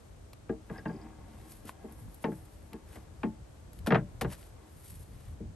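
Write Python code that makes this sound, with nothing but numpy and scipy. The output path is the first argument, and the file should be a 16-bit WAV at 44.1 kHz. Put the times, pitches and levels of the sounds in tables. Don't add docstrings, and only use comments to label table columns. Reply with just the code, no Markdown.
import sys
import numpy as np
from scipy import signal
from scipy.fft import rfft, irfft
from scipy.io import wavfile

SR = 44100
rng = np.random.default_rng(int(sys.argv[2]) if len(sys.argv) > 2 else 0)


def file_out(sig):
    cols = np.atleast_2d(sig).T
    lim = np.clip(cols, -1, 1)
    pcm = np.round(lim * 32767).astype(np.int16)
    wavfile.write(sys.argv[1], SR, pcm)


N = 244887
T = np.arange(N) / SR
RING_T = T[:SR // 4]

# t/s, relative level/dB
GUSTS = [(0.0, -57.5), (1.92, -54.5), (2.09, -51.5), (2.12, -58.5), (3.32, -53), (3.34, -54.5),
         (4.2, -49.5), (4.28, -41), (4.37, -57.5), (4.74, -60.5), (4.79, -53.5), (5.55, -48)]
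# f/Hz, relative level/dB
WIND_SPECTRUM = [(20, -28), (32, -11.5), (50, 0.5), (80, 0), (120, -6), (180, -13.5), (300, -22),
                 (800, -71)]
HUSH_SPECTRUM = [(60, -3), (160, -3.5), (300, 4.5), (600, 2), (950, -4.5), (1760, -10.5), (2500, -14.5),
                 (5000, -18), (9000, -16.5), (12000, -50), (13300, -72), (16000, -45)]
BRUSH_SPECTRUM = [(200, -45), (500, -0.5), (1300, 2), (3000, -0.5), (6400, -4), (8700, 2), (11400, 8.5),
                  (12600, -7.5), (13600, -44), (15500, -58)]
SNAP_SPECTRUM = [(30, -54), (300, 15), (900, 16), (2000, 9), (4000, 2), (6500, -7), (9000, -6.5),
                 (11500, 0.5), (13000, -21), (15500, -32)]
TRIM_SPECTRUM = [(60, -13), (300, 4.5), (700, 7.5), (1000, 2), (1500, 2), (2000, 0.5), (3000, -8.5),
                 (4200, -17.5), (6000, -24), (12000, -43)]
# f/Hz, relative level/dB, t60/s
PLANK_MODES = [(185, -0.5, 0.18), (220, 7, 0.17), (250, 2.5, 0.14), (313.7, 1.5, 0.2), (380.2, 3.5, 0.14),
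               (450.3, 4.5, 0.13), (580, -14, 0.16), (631.5, -4, 0.12), (770, -7.5, 0.15), (827, -4.5, 0.1),
               (920, -6, 0.11), (1082, -13.5, 0.14), (1193, -6.5, 0.068), (1634, -1, 0.07),
               (1894, -11, 0.075), (2647, -19, 0.053)]
PANEL_MODES = [(127.8, -3, 0.22), (156.6, 2.5, 0.15), (181.3, 2.5, 0.17), (201.2, 0, 0.12),
               (297, -10.5, 0.17), (453, -6.5, 0.11), (582.6, -15.5, 0.21), (644, -19, 0.2)]
METAL_MODES = [(4730, 1, 0.035), (4970, -1, 0.03), (5240, 0, .025)]
PILLAR_MODES = [(864, -0.5, 0.27), (902, 3, 0.11), (1073, -2, 0.15), (1820, -4, 0.088), (2723, -7, 0.061),
                (3140, -13.5, 0.041)]
CORNER_MODES = [(1055, 3, 0.018), (1480, -5, 0.015), (1770, -8, 0.0093), (2410, -5, 0.0089)]
# middle/s, length/s, level/dB, tilt/(dB/octave)
STROKES = [(0.738, 0.19, -65, -2.5), (1.401, 0.28, -65.5, -2.5), (1.528, 0.13, -56.5, 2),
           (1.681, 0.072, -53.5, -1.5), (1.985, 0.3, -65.5, 6), (2.146, 0.13, -65, 5),
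           (2.229, 0.042, -57, 3), (2.377, 0.16, -62.5, 6), (2.535, 0.4, -67, 0.5), (2.95, 0.15, -58.5, -2),
           (3.756, 0.07, -64.5, 2), (4.324, 0.071, -51, -2), (4.418, 0.17, -60, 0.5),
           (4.891, 0.25, -53.5, 2.5), (5.227, 0.22, -61.5, -2)]
# t/s, level/dB, tilt/(dB/octave)
TICKS = [(0.332, -45.5, 4.5), (1.5187, -45.5, 7.5), (1.6543, -50, 10), (1.923, -51.5, 12), (2.144, -45, 17),
         (2.7318, -43, 2), (3.7314, -50.5, 9), (3.789, -48.5, 7.5), (4.428, -51.5, 4)]
# t/s, plank/dB, contact resonance/Hz, trim/dB, panels/dB
KNOCKS = [(0.4934, -38.5, 1650, -45, -41), (0.4937, -28.5, 530, -49, -41.5), (.523, -36.5, 430, -47, -55),
          (.698, -39, 1500, -45.5, -36.5), (0.782, -45, 2300, -47.5, -43), (0.855, -34, 1900, -41.5, -32),
          (.860, -30, 257, -66, -38.5), (.895, -42.5, 595, -43, -35.5), (.934, -39, 326, -63, -41),
          (1.645, -49.5, 330, -60, -52), (1.841, -40.5, 620, -59, -58), (2.2408, -36, 2709, -29, -49),
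          (2.2417, -27.5, 563, -41, -34), (2.278, -32, 395, -38, -35), (2.319, -49, 1490, -48, -37),
          (2.736, -40, 395, -51, -49), (2.957, -48.5, 2250, -46, -64), (3.232, -37, 1890, -33, -48),
          (3.235, -26, 252, -55, -38.5), (3.258, -32.5, 266, -41, -34), (3.8707, -33, 730, -30, -56),
          (3.871, -24, 260, -59, -35), (3.9056, -29, 2000, -24.5, -24), (3.9206, -24.5, 1490, -20.5, -22),
          (3.9458, -26.5, 2150, -23.5, -26), (3.953, -28.5, 1700, -21.5, -21),
          (4.019, -47.5, 200, -64, -37.5), (4.216, -33, 900, -32.5, -25), (4.246, -33.5, 1610, -35, -27.5),
          (5.401, -39, 289, -66, -39)]
# t/s, length/s, level/dB, f/Hz
SQUEALS = [(0.495, 0.006, -52, 1645), (0.694, 0.0069, -50.5, 1626), (0.733, 0.039, -54, 1623),
           (.781, 0.026, -54, 1620), (.782, 0.012, -54.5, 1885), (0.856, 0.016, -44.5, 1625),
           (0.888, 0.018, -51.5, 1614)]
# middle/s, length/s, level/dB
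PUSHES = [(0.751, 0.072, -46), (0.918, 0.11, -51.5), (1.056, 0.13, -53), (1.257, 1, -58),
          (1.893, 0.3, -56.5), (2.382, 0.44, -64.5), (2.739, 0.053, -51), (2.964, 0.59, -62),
          (4.117, 0.58, -69), (4.638, 0.28, -62)]
# t/s, relative level/dB
JINGLES = [(0.779, -59), (0.8798, -61), (0.928, -66), (0.9586, -65), (1.013, -62)]
# t/s, level/dB
RAPS = [(0.855, -35.5), (2.2398, -28.5), (2.734, -48), (3.2316, -34)]
# t/s, fingers/dB, palm/dB
SLAPS = [(3.8631, -38, -32.5), (4.2111, -29.5, -45)]
# f/Hz, level/dB
PORT_BALANCE = [(300, 1.5), (750, 2.1), (2000, 2), (4500, 4), (8000, 2), (10500, 0)]
# f/Hz, phase/rad
PORT_LEAD = [(120, -0.15), (500, -0.5), (900, -0.5), (1640, 0), (2840, 0.57), (6720, 0.7), (7600, 1.5),
             (8870, -0.53), (11800, -6), (13000, -4.5)]


def undb(db):
    return 10 ** (np.asarray(db) / 20)


def unit(x):
    return x / np.sqrt(np.mean(x ** 2))


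def add(out, at_s, sound):
    start = int(at_s * SR)
    out[:, start:start + sound.shape[-1]] += sound[..., :N - start]


def noise(count, side_db):
    mid, side = rng.standard_normal((2, count))
    return np.array([mid + undb(side_db) * side, mid - undb(side_db) * side])


def drift(rate_hz, count=N):
    knots = rng.standard_normal(2048)
    return np.interp(T[:count] * rate_hz, np.arange(len(knots)), knots)


def fade(t60_s, age_s=RING_T):
    return np.exp(-np.log(1000) * age_s / t60_s)


def swell(from_middle_s, length_s, edge_db=-10.5, roundness=1.37):
    return undb(edge_db * np.minimum(np.abs(2 * from_middle_s / length_s) ** roundness, 20))


def lowpass(x, hz, order=2):
    return signal.sosfilt(signal.butter(order, hz, fs=SR, output="sos"), x)


def colour(x, spectrum, tilt_db_oct=0):
    count = x.shape[-1]
    hz, db = np.transpose(spectrum)
    octave = np.log2(np.maximum(np.fft.rfftfreq(count, 1 / SR), hz[0]))
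    gain = unit(undb(np.interp(octave, np.log2(hz), db) + tilt_db_oct * octave))
    cepstrum = irfft(np.log(gain), count)
    cepstrum[1:count // 2] *= 2
    cepstrum[count // 2:] = 0
    return irfft(rfft(x) * np.exp(rfft(cepstrum)), count)


def ring(modes, lag_1khz_s, scatter_db, spread_rad, detune=0.005):
    out = np.zeros((2, len(RING_T)))
    for hz, db, t60_s in modes:
        size, pitch, start_rad, left, right = rng.standard_normal(5)
        lag_s = lag_1khz_s * (1000 / hz) ** 0.66
        age_s = np.maximum(RING_T - lag_s / 2, 0)
        onset = 1 - np.exp(-(age_s / lag_s) ** 2)
        phase = 2 * np.pi * hz * (1 + detune * pitch) * age_s + start_rad
        stereo_rad = spread_rad * np.array([[left], [right]])
        out += undb(db + scatter_db * size) * onset * fade(t60_s) * np.sin(phase + stereo_rad)
    return out / np.sqrt(sum(undb(db) ** 2 for _, db, _ in modes))


def wind(gain_db=3):
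    at_s, db = np.transpose(GUSTS)
    gusts = undb(gain_db + np.interp(T, at_s, db, right=-200))
    eddies = noise(N, side_db=-12) * undb(3 * drift(22))
    return colour(eddies, WIND_SPECTRUM) * gusts


def hush(level_db=-62):
    return colour(noise(N, side_db=-0.5), HUSH_SPECTRUM) * undb(level_db + 0.5 * drift(2.45))


def brushing(rustle_db=-75):
    out = undb(rustle_db + 2 * drift(6.48)) * colour(noise(N, side_db=-37), BRUSH_SPECTRUM)
    for middle_s, length_s, db, tilt_db_oct in STROKES:
        grain = undb(2.5 * drift(350, SR) + 1.8 * drift(45, SR))
        hiss = colour(noise(SR, side_db=-16.5) * grain, BRUSH_SPECTRUM, tilt_db_oct)
        add(out, middle_s - 0.5, undb(db) * swell(T[:SR] - 0.5, length_s) * hiss)
    return out


def snap(db, tilt_db_oct, t60_s):
    burst = fade(t60_s) * noise(len(RING_T), side_db=-24)
    return undb(db) * colour(burst, SNAP_SPECTRUM, tilt_db_oct)


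def ticks():
    out = np.zeros((2, N))
    for at_s, db, tilt_db_oct in TICKS:
        add(out, at_s, snap(db, tilt_db_oct, t60_s=0.024))
    return out


def contact(x, hz, q=1.31):
    w = 2 * np.tan(np.pi * hz / SR)
    return signal.lfilter(*signal.bilinear([w * w], [1, w / q, w * w]), x)


def disperse(x, lag_s=0.005004, corner_hz=380):
    hz = np.fft.rfftfreq(x.shape[-1], 1 / SR)
    lag_rad = 2 * np.pi * lag_s * corner_hz * np.arctan(hz / corner_hz)
    return irfft(rfft(x) * np.exp(-1j * lag_rad), x.shape[-1])


def clatter(low_t60_s=0.11, high_t60_s=0.049, split_hz=1100):
    dense = unit(noise(len(RING_T), side_db=-10.5))
    low = lowpass(dense, split_hz, order=1)
    plastic = low * fade(low_t60_s) + (dense - low) * fade(high_t60_s)
    cabin = undb(-28) * dense * fade(t60_s=0.1)
    return disperse(colour(plastic + cabin, TRIM_SPECTRUM))


def knocks():
    out = np.zeros((2, N))
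    for at_s, plank_db, contact_hz, trim_db, panel_db in KNOCKS:
        wood = undb(plank_db) * ring(PLANK_MODES, lag_1khz_s=0.0014, scatter_db=0.12, spread_rad=0.18)
        boom = undb(panel_db) * ring(PANEL_MODES, lag_1khz_s=0.0017, scatter_db=1, spread_rad=0.1)
        plastic = undb(trim_db) * lowpass(clatter(), 2 * contact_hz)
        add(out, at_s, 2 * (contact(wood, contact_hz) + boom) + plastic)
    return out


def squeals(attack_s=0.0041, t60_s=0.052, flutter_db=3.5):
    out = np.zeros((2, N))
    for at_s, length_s, db, hz in SQUEALS:
        pitch_hz = hz * (1 + 0.03 * drift(400, len(RING_T)))
        gain = undb(db + flutter_db * drift(250, len(RING_T)))
        attack = 1 - np.exp(-RING_T / attack_s)
        release = fade(t60_s, np.maximum(RING_T - length_s, 0))
        tone = np.sin(2 * np.pi * np.cumsum(pitch_hz) / SR)
        add(out, at_s, gain * attack * release * tone)
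    return out


def scrape(slips_per_s=600, slip_spread_db=3.5, rasp_db=-8):
    slips = (rng.random((1, N)) < slips_per_s / SR) * undb(slip_spread_db * rng.standard_normal(N))
    wood = ring(PLANK_MODES, lag_1khz_s=0.0017, scatter_db=8, spread_rad=0.17)
    dull_wood = lowpass(wood, hz=730, order=1)
    rub = unit(signal.fftconvolve(slips, dull_wood, axes=1)[:, :N])
    rasp = unit(signal.fftconvolve(slips, clatter(), axes=1)[:, :N])
    pushes = sum(undb(db) * swell(T - middle_s, length_s) for middle_s, length_s, db in PUSHES)
    return (rub + undb(rasp_db) * rasp) * pushes


def jingles(gain_db=6, bounce_s=0.009, loss_db=4.5):
    out = np.zeros((2, N))
    for at_s, db in JINGLES:
        for bounce in range(3):
            delay_s = bounce_s * bounce * (0.5 + rng.random())
            metal = ring(METAL_MODES, lag_1khz_s=0.0033, scatter_db=5, spread_rad=0.6)
            add(out, at_s + delay_s, undb(db + gain_db - loss_db * bounce) * metal)
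    return out


def raps():
    out = np.zeros((2, N))
    for at_s, db in RAPS:
        add(out, at_s, undb(db) * ring(PILLAR_MODES, lag_1khz_s=0.0016, scatter_db=0.6, spread_rad=0.33))
    return out


def click(at_s=1.6936, level_db=-34):
    out = np.zeros((2, N))
    for hz, db, t60_s in CORNER_MODES:
        add(out, at_s, undb(level_db + db) * fade(t60_s) * np.sin(2 * np.pi * hz * RING_T))
    return out


def slaps(palm_lag_s=0.0074, tilt_db_oct=1.75, t60_s=0.069):
    out = np.zeros((2, N))
    for at_s, fingers_db, palm_db in SLAPS:
        add(out, at_s, snap(fingers_db, tilt_db_oct, t60_s))
        add(out, at_s + palm_lag_s, snap(palm_db, tilt_db_oct, t60_s))
    return out


def scene():
    plank = knocks() + raps() + scrape() + squeals() + click()
    return plank + jingles() + ticks() + slaps() + brushing() + wind() + hush()


def record(dry, cutoff_hz=15700):
    hz = np.fft.rfftfreq(N, 1 / SR)
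    side = np.array([[0.5], [-0.5]])
    balance = undb(side * np.interp(hz, *np.transpose(PORT_BALANCE)))
    phase = np.exp(1j * side * np.interp(hz, *np.transpose(PORT_LEAD)))
    ports = irfft(rfft(dry) * balance * phase, N)
    return signal.sosfilt(signal.ellip(8, 0.2, 70, cutoff_hz, fs=SR, output="sos"), ports)


dry = scene()
out = record(dry)
file_out(out)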